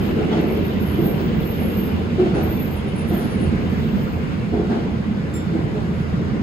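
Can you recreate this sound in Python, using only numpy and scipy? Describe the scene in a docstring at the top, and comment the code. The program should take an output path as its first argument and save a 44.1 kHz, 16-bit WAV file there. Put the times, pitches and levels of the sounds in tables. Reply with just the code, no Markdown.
"""Inside a metro car, rolling through a tunnel and slowing a little, heard from a handheld microphone pair.
All around, the wheels rumble through floor and doors; underfoot, axles thud over rail joints in pairs.
Flanges stick and slip on the rail and squeal very high, rail and wheel resonances sing, doors and panels
rattle, and a small metal part clinks once. Rumble and thuds reach the two microphone ports from all sides;
squeals and clink arrive straight from one spot."""
import sys
import numpy as np
from scipy import signal
from scipy.fft import rfft, irfft
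from scipy.io import wavfile

SR = 44100
rng = np.random.default_rng(int(sys.argv[2]) if len(sys.argv) > 2 else 0)


def unload_wav(signal):
    """Save mono or channel-first audio to the path in sys.argv[1] as 16-bit WAV at rate SR, clipped to [-1, 1]."""
    wavfile.write(
        sys.argv[1],
        SR,
        np.round(np.clip(np.atleast_2d(signal).T, -1, 1) * 32767).astype(np.int16),
    )


N = 283122
TIME = np.arange(N) / SR
PROGRESS = TIME / TIME[-1] - .5   # -0.5 at the start, +0.5 at the end
HZ = np.maximum(np.arange(N // 2 + 1) * SR / N, 1)


# the ride, from inside the car: (time [s], rumble [dB], tunnel hiss [dB], roar lift [dB], singing lift [dB])
RIDE_LEVELS = [(0.0, -20.5, -59, 1.5, -4.5), (.6, -22.5, -66, 5, -0.7), (.9, -20.5, -64, 0, -3),
               (1.2, -21, -63, 0.5, -2), (1.6, -21, -64, 2, -0.5), (2.0, -21.5, -62, 1.4, 0.5),
               (2.8, -22, -60, 1, 1.3), (3.1, -21.5, -62, 0, 2), (3.45, -21, -61, 3.5, 3),
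               (3.8, -19.5, -58, -2, 2), (4.3, -22, -59.5, -0.4, 3.5), (5.1, -22, -62.5, -0.2, 3.5),
               (5.5, -22, -59.5, 1, 4.5), (6.0, -20.5, -57.5, -0.5, 3.9), (6.42, -19.5, -64, 0.3, 3.5)]
# wheel rumble through floor and doors: (frequency [Hz], relative level [dB])
RUMBLE_SPECTRUM = [(13, -43), (22, -21), (70, -4.5), (119, -1), (197, 1), (270, -7), (437, -7.5),
                   (613, -17), (1090, -28.5), (2370, -29.5), (3920, -44), (4650, -40), (5770, -46.5),
                   (7000, -53.5), (9100, -77), (15400, -120)]
# resonances of the car body around the microphone: (frequency [Hz], width [Hz], lift [dB])
BODY_RESONANCES = [(38, 10, 2), (61, 6.3, 6.5), (83.2, 9, 10.5), (155.5, 35, 4), (208.7, 39.5, 4.5),
                   (238.7, 34.6, 4.5), (295.6, 5.5, 7.5), (321, 53, 2), (747, 9, 6), (1035, 350, 6),
                   (1420, 280, 4.5), (2012, 23, 6.5), (2160, 220, 3), (2730, 220, 3), (2980, 210, 4)]
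# hiss from the tunnel outside: (frequency [Hz], relative level [dB])
HISS_SPECTRUM = [(4000, -30), (6500, -2), (7600, -1), (8700, -1), (9100, 2), (9600, -2), (11500, -4),
                 (13500, -6), (15700, -9)]
# effect of losing speed: (frequency [Hz], change from start to end [dB])
SLOWING_CHANGE = [(60, -2.5), (140, 3), (220, -3), (400, -4), (900, -5.5), (1600, -4.5), (2900, -18.5),
                  (5000, 0), (9000, -4.5), (13000, -13.5)]

def rolling():
    """Rough wheels on rail rumble through the car body and the tunnel hisses; duller as speed falls."""
    roar_hz, singing_hz = 420, 2600
    rumble_db, hiss_db, roar_db, singing_db = in_time(RIDE_LEVELS)
    body_db = sum(db / (1 + (2 * (HZ - hz) / width) ** 2) for hz, width, db in BODY_RESONANCES)
    slowing_db, common_drift = over_hz(SLOWING_CHANGE), drift(20)

    def band_db(hz):
        roar_lift_db = roar_db * np.exp(-2 * np.log2(hz / roar_hz) ** 2)
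        singing_lift_db = singing_db * np.exp(-2 * np.log2(hz / singing_hz) ** 2)
        treble = 1 / (1 + (900 / hz) ** 4)
        waver_db = .15 * treble * common_drift + (1.4 + .61 * (1 - treble)) * drift(15.5)
        return roar_lift_db + singing_lift_db + PROGRESS * np.interp(hz, HZ, slowing_db) + waver_db

    rumble = in_bands(diffuse(over_hz(RUMBLE_SPECTRUM) + body_db),
                      lambda hz: rumble_db + band_db(hz), 30, 8000)
    hiss = in_bands(diffuse(over_hz(HISS_SPECTRUM)), lambda hz: hiss_db + band_db(hz), 3000, 22000)
    return rumble + hiss


# axles over rail joints, below the floor: (time [s], thud [dB], brightness [dB], thud t60 at 350 Hz [s],
# floor knock [dB], pitch the knock favours [Hz], door clatter [dB])
AXLE_BLOWS = [(0.17, -17.5, -17, 0.97, -26.5, 416, -70), (.305, -17.5, -5.5, 0.68, -22, 222, -45),
              (0.353, -34, 9.5, 0.45, -18, 318, -46), (0.424, -16.5, -25, 0.8, -20.5, 223, -52),
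              (0.972, -12, -39, 0.91, -20.5, 194, -70), (1.032, -20.5, -18, 1, -48, 198, -60),
              (1.17, -28, 2, 0.59, -31, 274, -60), (2.181, -22, -3.5, 0.5, -19, 366, -55),
              (2.232, -21, -11, 0.96, -18, 200, -55), (2.335, -18, -7, 1, -17.5, 210, -50),
              (2.421, -25, -11, 0.63, -30.5, 335, -55), (3.105, -26, -1.5, 0.81, -19, 198, -60),
              (3.189, -38, 12, 0.96, -21.5, 223, -55), (4.522, -19.5, -13, 0.97, -17, 396, -58),
              (4.58, -32, -2, 0.44, -23.5, 421, -60), (4.69, -19.5, -7, 0.93, -18, 223, -52),
              (4.782, -36, -8, .45, -28, 418, -58), (5.53, -20, -17, 1, -29, 324, -65),
              (5.741, -23, -11, 0.54, -27, 423, -65)]
# the thud, arriving from all sides: (frequency [Hz], relative level [dB])
THUD_SPECTRUM = [(60, -31), (150, -26), (230, -8.5), (350, 2.5), (520, -7), (760, -4.5), (1100, -16.5),
                 (1450, -11.5), (2000, -21), (4200, -26), (5200, -30.5), (8000, -41.5), (14000, -50)]
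# the floor ringing underfoot: (frequency [Hz], level [dB], t60 [s])
FLOOR_RING = [(198, -11, 0.79), (223, -8, 0.58), (274, -7.5, 0.23), (324.4, 2, 0.22), (366, -6, 0.45),
              (419.4, -8.5, 0.36), (478, -11, 0.25), (704, -11, 0.21)]
THUD_SWELL_S = .016

def rail_joints():
    """Axle blows knock the floor and thud in the tunnel, treble dying first; door fittings clank along."""
    coarse_time = TIME[::32]

    def thud_band_db(hz):
        power, treble = 1e-12, 1 / (1 + (900 / hz) ** 2)
        for s, thud_db, bright_db, t60, *_ in AXLE_BLOWS:
            age = np.maximum(coarse_time - s, 0)
            decay_db = -60 * age / (t60 * (350 / hz) ** .076)
            swell = 1 - np.exp(-age / THUD_SWELL_S)
            power = power + (amp(thud_db + treble * bright_db + decay_db) * swell) ** 2
        return np.interp(TIME, coarse_time, 10 * np.log10(power))

    blows = np.array(AXLE_BLOWS)
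    knocks = struck(FLOOR_RING, blows[:, [0, 4]], spread_db=3, swell_s=.009, favoured_hz=blows[:, 5])
    thuds = in_bands(diffuse(over_hz(THUD_SPECTRUM)), thud_band_db, 60, 11000)
    return thuds + direct(knocks + door_clanks(), CAR_LEAD)


# a wheel leaning on the rail, one list for each squeal: (time [s], level [dB], pitch [Hz])
SQUEAL_GLIDES = [
    [(0.36, -66, 13000), (0.42, -46, 12800), (0.458, -58, 12700), (0.488, -46, 12700), (0.572, -46, 12600),
     (0.628, -60, 12300), (0.66, -43, 12100), (0.734, -56, 12100), (0.792, -60, 11900), (0.806, -47, 11900),
     (0.886, -47, 11440), (0.998, -48, 11900), (1.066, -34.5, 12460), (1.204, -54, 12700),
     (1.27, -68, 12800)],
    [(1.38, -62, 12800), (1.39, -67, 12600), (1.408, -44, 12600), (1.436, -48, 12600), (1.48, -39.5, 12250),
     (1.58, -49, 11850), (1.61, -44, 11600), (1.63, -46, 11400), (1.646, -40.5, 11500), (1.672, -47, 11500),
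     (1.766, -45, 12000), (1.772, -38, 12060), (1.874, -43.5, 12660), (1.968, -59, 12800),
     (2.02, -65, 12800)],
    [(2.39, -63, 12300), (2.426, -50, 12300), (2.436, -41, 12300), (2.482, -50, 12100),
     (2.514, -41.5, 12000), (2.59, -46, 12250), (2.602, -37.5, 11960), (2.66, -43, 12100),
     (2.694, -51, 12400), (2.724, -44, 12400), (2.798, -64, 12300), (2.84, -69, 12000)],
    [(3.045, -70, 12400), (3.067, -65, 12600), (3.079, -48, 12500), (3.099, -44, 12300),
     (3.107, -56, 12100), (3.153, -40, 12000), (3.161, -49, 12000), (3.175, -37, 11800),
     (3.189, -51, 11900), (3.199, -44, 11900), (3.213, -57, 12000), (3.253, -49, 11400),
     (3.283, -56, 11300), (3.36, -66, 11300)],
]

def long_squeals():
    """Long stick-slip at the flange: a rough band of noise follows the gliding wheel resonance."""
    slip = slip_noise(width_hz=210, skirt_db=-17, count=2)
    out, fade_s = 0, .018
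    for glide in SQUEAL_GLIDES:
        level_db, pitch_hz = in_time(glide)
        start_s, end_s = glide[0][0], glide[-1][0]
        fade = np.clip(np.minimum(TIME - start_s, end_s - TIME) / fade_s, 0, 1)
        out = out + fade * amp(level_db) * around_pitch(slip, pitch_hz)
    flutter_db = 1.1 * np.tanh(drift(45))
    return out * amp(flutter_db)


# brief grips of a flange on the rail: (time [s], hold [s], level [dB], first pitch [Hz], last pitch [Hz])
FLANGE_GRIPS = [(0, 0.081, -51, 12000, 12050), (.27, .02, -65, 14400, 14300),
                (.75, 0.025, -68, 14300, 14400), (1.13, .01, -50, 14050, 13900),
                (1.195, 0.039, -50, 15500, 15400), (1.33, 0.054, -53, 15200, 15400),
                (2.335, .01, -50, 9400, 9700), (2.75, 0.012, -49, 9700, 9400),
                (2.86, 0.0092, -51, 9550, 9600), (2.95, 0.027, -43.5, 9400, 9500),
                (3.07, 0.0087, -44.5, 9600, 9300), (3.168, 0.026, -45, 9500, 9400),
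                (3.285, 0.031, -46, 9600, 9400), (3.39, 0.034, -44.5, 9400, 9350),
                (3.575, .04, -55, 13800, 13900), (3.685, 0.013, -59, 11600, 11600),
                (3.71, 0.11, -53, 14000, 14150), (3.83, .2, -52, 14200, 14300),
                (3.88, .2, -67, 15300, 15200), (3.995, 0.027, -54, 12900, 13100),
                (4.08, 0.078, -53, 14200, 14400)]

def short_squeals():
    """A flange grips, holds and lets go: a narrow band of noise round a gliding wheel resonance."""
    rise_s, fall_db_per_s, glide_on_s = .0205, 185, .045   # the pitch glides on after the hold
    out = np.zeros(N)
    slips = slip_noise(width_hz=220, skirt_db=-11, count=6).reshape(3, 2, N)
    flutter_db = 2 * drift(45)
    for k, (s, hold_s, level_db, first_hz, last_hz) in enumerate(FLANGE_GRIPS):
        now = (TIME >= s) & (TIME < s + hold_s + .4)
        age, release_s = TIME[now] - s, rise_s + hold_s
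        fall_db = fall_db_per_s * np.maximum(age - release_s, 0)
        envelope = np.minimum(age / rise_s, 1) * amp(level_db - fall_db + flutter_db[now])
        pitch_hz = np.interp(age, [0, release_s + glide_on_s], [first_hz, last_hz])
        slip = slips[k % 3][:, now]   # neighbouring squeals get unrelated noise
        out[now] += envelope * around_pitch(slip, pitch_hz)
    return out


def slip_noise(width_hz, skirt_db, count):
    """Slow noises of uneven slipping, which spread a tone into a narrow band with a rough skirt."""
    white = rng.standard_normal((count, N))
    narrow = rms_one(signal.sosfilt(signal.butter(2, width_hz, fs=SR, output="sos"), white))
    skirt = rms_one(signal.sosfilt(signal.butter(2, 600, fs=SR, output="sos"), white))
    return rms_one(narrow + amp(skirt_db) * skirt[::-1])


def around_pitch(slip, pitch_hz):
    """Shift a pair of slow noises up into one band round a moving pitch."""
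    phase = 2 * np.pi * np.cumsum(pitch_hz) / SR
    return slip[0] * np.cos(phase) + slip[1] * np.sin(phase)


# a touch and a faint bounce, at one spot in the car: (time [s], level [dB])
CLINK_TOUCHES = [(5.336, -36), (5.418, -51)]
# the small metal part: (frequency [Hz], level [dB], t60 [s])
METAL_RING = [(3556, -11, 1.9), (5334, -11, .5), (7369, 4.5, .2), (7410, -3, .15), (9700, 2, .14),
              (9730, 4, .17), (10250, -7, .13), (12280, -12, .18), (12900, -10, .04), (15150, -7, .2)]

def clink():
    """A small metal part is touched and rings, with a short bright puff; the ring wavers as it swings."""
    puff_db, puff_t60 = -11, .14   # level against the touch
    puff = sum((TIME > s) * amp(db + puff_db - 60 * np.abs(TIME - s) / puff_t60)
               for s, db in CLINK_TOUCHES)
    bright_noise = signal.sosfilt(signal.butter(4, 6500, "high", fs=SR, output="sos"), rng.standard_normal(N))
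    metal = struck(METAL_RING, CLINK_TOUCHES, spread_db=1, swell_s=.012)
    return metal * amp(1.2 * drift(30)) + puff * bright_noise


# knocks at the doors: (time [s], level [dB], pitch the knock favours [Hz])
DOOR_KNOCKS = [(0.323, -44, 3300), (0.361, -41, 1950), (.387, -38, 1950), (2.255, -47, 2700),
               (2.348, -46, 1440), (2.375, -45, 5950), (3.2, -48, 1520), (3.3, -42, 1520)]
# the door fittings: (frequency [Hz], level [dB], t60 [s])
FITTING_RING = [(1430, -14, 0.28), (1520, -10, 0.33), (1880, -13, .2), (2000, -11, 0.22), (2700, -11, .25),
                (3300, -9, 0.15), (4350, -19, .2), (5950, -13, 0.23)]

def door_clanks():
    """Loose door fittings knock after a jolt and ring briefly."""
    knocks = np.array(DOOR_KNOCKS)
    return struck(FITTING_RING, knocks[:, :2], spread_db=7, swell_s=.0027, favoured_hz=knocks[:, 2])


# rail and wheels singing outside the car: (frequency [Hz], relative level [dB])
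SINGING_SPECTRUM = [(500, -4), (900, -7), (1500, 0.5), (2100, -0.5), (2700, 0), (3300, -1), (4800, -21.5)]

def rail_singing():
    """Narrow rail and wheel resonances, rubbed by roughness, flare up one by one and fade as speed falls."""
    count, width_hz, against_rumble_db = 48, 72, -22
    rumble_db, _, _, singing_db = in_time(RIDE_LEVELS)
    roughness, out = irfft(diffuse(0 * HZ), N), 0
    colour_db, slowing_db = over_hz(SINGING_SPECTRUM), over_hz(SLOWING_CHANGE)
    for hz in np.geomspace(500, 4800, count) * rng.uniform(.99, 1.01, count):
        tone = rms_one(ring(roughness, hz, t60=np.log(1000) / (np.pi * width_hz)))
        level_db = np.interp(hz, HZ, colour_db) + PROGRESS * np.interp(hz, HZ, slowing_db)
        flare_db = 11 * np.tanh(drift(9.8) / 2)
        out = out + tone * amp(level_db + flare_db)
    return out * amp(against_rumble_db + rumble_db + singing_db) / np.sqrt(count)


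def rattle():
    """Doors and panels tick in clumps all round the car, ever more softly; rail joints shake them harder."""
    ticks_per_s, clump_db, ring_cycles = 560, 1.2, 26
    pitches = np.geomspace(1300, 5200, 16)
    sizes = amp(1.5 * np.minimum(rng.exponential(1, (2, N)), 5)) * rng.choice([-1, 1], (2, N))
    ticks = sizes * (rng.random((2, N)) < ticks_per_s * amp(clump_db * drift(9)) / SR)
    pitch_index = rng.integers(0, len(pitches), (2, N))
    rings = sum(ring(ticks * (pitch_index == k), hz, ring_cycles / hz) * np.sqrt(2000 / hz)
                for k, hz in enumerate(pitches))
    midway_db, fall_db, clatter_t60 = -54, 23, .45
    power = amp(midway_db - fall_db * PROGRESS) ** 2
    for s, *_, clatter_db in AXLE_BLOWS:
        age = np.maximum(TIME - s, 0)
        swell = 1 - np.exp(-age / THUD_SWELL_S)
        power = power + (amp(clatter_db - 60 * age / clatter_t60) * swell) ** 2
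    return np.sqrt(power) * rms_one(rings)


def struck(modes, blows, spread_db, swell_s, favoured_hz=None):
    """Each blow (time [s], level [dB]) strikes the modes unevenly; the ring swells as it fills the car."""
    favour_db, favour_octaves = 12, .09   # lift and reach round the pitch a blow favours
    out, onsets = np.zeros(N), [round(s * SR) for s, _ in blows]
    blow_db = np.array(blows)[:, 1]
    for hz, mode_db, t60 in modes:
        near = 0 if favoured_hz is None else np.exp(-(np.log2(hz / favoured_hz) / favour_octaves) ** 2)
        chance_db = spread_db * rng.standard_normal(len(onsets))
        clicks = np.zeros(N)
        clicks[onsets] = amp(blow_db + mode_db + favour_db * near + chance_db)
        out += ring(clicks, hz, t60) - ring(clicks, hz, swell_s * np.log(1000))
    return out


def ring(drive, hz, t60):
    """One resonance: a unit click sets off a decaying sine of height 1."""
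    radius, angle = amp(-60 / (t60 * SR)), 2 * np.pi * hz / SR
    return signal.lfilter([0, np.sin(angle)], [1, -2 * radius * np.cos(angle), radius ** 2], drive + 1e-18)


# sound from all sides, at the two microphone ports: (frequency [Hz], left-right likeness [0-1])
PORT_LIKENESS = [(60, 0.75), (100, 1), (135, 0.74), (190, 0.85), (270, 0.57), (430, 0.65), (590, 0.04),
                 (920, 0.09), (1400, 0.29), (4200, 0.1), (5000, 0), (5800, 0.72), (6400, 0.6), (7200, 0.6),
                 (8500, 1)]
# sound of the car around the microphone: (frequency [Hz], phase by which left leads [rad])
CAR_LEAD = [(20, 0), (430, .2), (4220, 11.5), (4650, 12.3), (5500, 9.4), (6825, 2 * np.pi),
            (15925, -2 * np.pi)]

def diffuse(colour_db):
    """Spectra of coloured noise from all sides, partly shared by the two ports."""
    shared, left, right = rfft(rng.standard_normal((3, N)))
    alike = np.clip(over_hz(PORT_LIKENESS), 0, 1)
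    common, own = np.sqrt(alike) * shared, np.sqrt(1 - alike)
    pair = ports(common + own * left, common + own * right, CAR_LEAD)
    return rms_one(pair * amp(colour_db)) * np.sqrt(N)


def direct(sound, lead_table):
    """One signal reaching both ports, faded out over the last 50 ms."""
    spectrum = rfft(sound * np.minimum((TIME[-1] - TIME) / .05, 1))
    return irfft(ports(spectrum, spectrum, lead_table), N)


# balance at the handheld microphone pair: (frequency [Hz], left minus right [dB])
PORT_BALANCE = [(60, -4.6), (110, -4), (200, -2), (380, -.5), (700, 1.2), (1290, 1), (2380, .4), (4400, -1),
                (8120, 0)]

def ports(left, right, lead_table):
    """Spectra at the two ports: the right one shifts in phase, and the balance leans with pitch."""
    lead = np.interp(HZ, *np.transpose(lead_table))
    lean = amp(over_hz(PORT_BALANCE) / 2)
    return np.array([left * lean, right * np.exp(-1j * lead) / lean])


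def in_bands(spectra, gain_db, low_hz, high_hz):
    """Sum of overlapping half-octave bands, each following the curve gain_db(centre [Hz])."""
    out, centres = 0, 30 * 2 ** np.arange(0, 9.6, .5)
    for hz in centres[(centres >= low_hz) & (centres <= high_hz)]:
        share = np.clip(1 - 2 * np.abs(np.log2(np.maximum(HZ, 30) / hz)), 0, 1)
        out = out + amp(gain_db(hz)) * irfft(spectra * share, N)
    return out


def drift(rate_hz):
    """Random wander of rms 1, mostly slower than rate_hz."""
    step, settle = 40, 2000
    pole = np.exp(-2 * np.pi * rate_hz * step / SR)
    white = rng.standard_normal(N // step + settle + 2)
    slow = signal.lfilter([1], [1, -2 * pole, pole ** 2], white)[settle:]
    return np.interp(np.arange(N) / step, np.arange(len(slow)), rms_one(slow))


def in_time(rows):
    """Each column of a time table, sample by sample."""
    times, *columns = np.transpose(rows)
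    return [np.interp(TIME, times, column) for column in columns]


def over_hz(rows):
    """A frequency table spread over HZ, on a log scale."""
    hz, values = np.transpose(rows)
    return np.interp(np.log(HZ), np.log(hz), values)


def amp(db):
    """Decibels to gain."""
    return 10 ** (np.asarray(db) / 20)


def rms_one(x):
    """Scale to rms 1."""
    return x / np.sqrt(np.mean(np.abs(x) ** 2) + 1e-20)


# sound straight from one spot to the microphone: (frequency [Hz], phase by which left leads [rad])
SPOT_LEAD = [(0, 5 * np.pi), (15925, -2 * np.pi)]

def scene():
    """The car all around the microphone, with squeals and clink from one spot."""
    car = rolling() + rail_singing() + rattle() + rail_joints()
    return car + direct(short_squeals() + long_squeals() + clink(), SPOT_LEAD)


def record(dry):
    """The handheld recorder cuts the top steeply, just under 16 kHz."""
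    return signal.sosfilt(signal.cheby2(24, 60, 15950, fs=SR, output="sos"), dry)


dry = scene()
out = record(dry)
unload_wav(out)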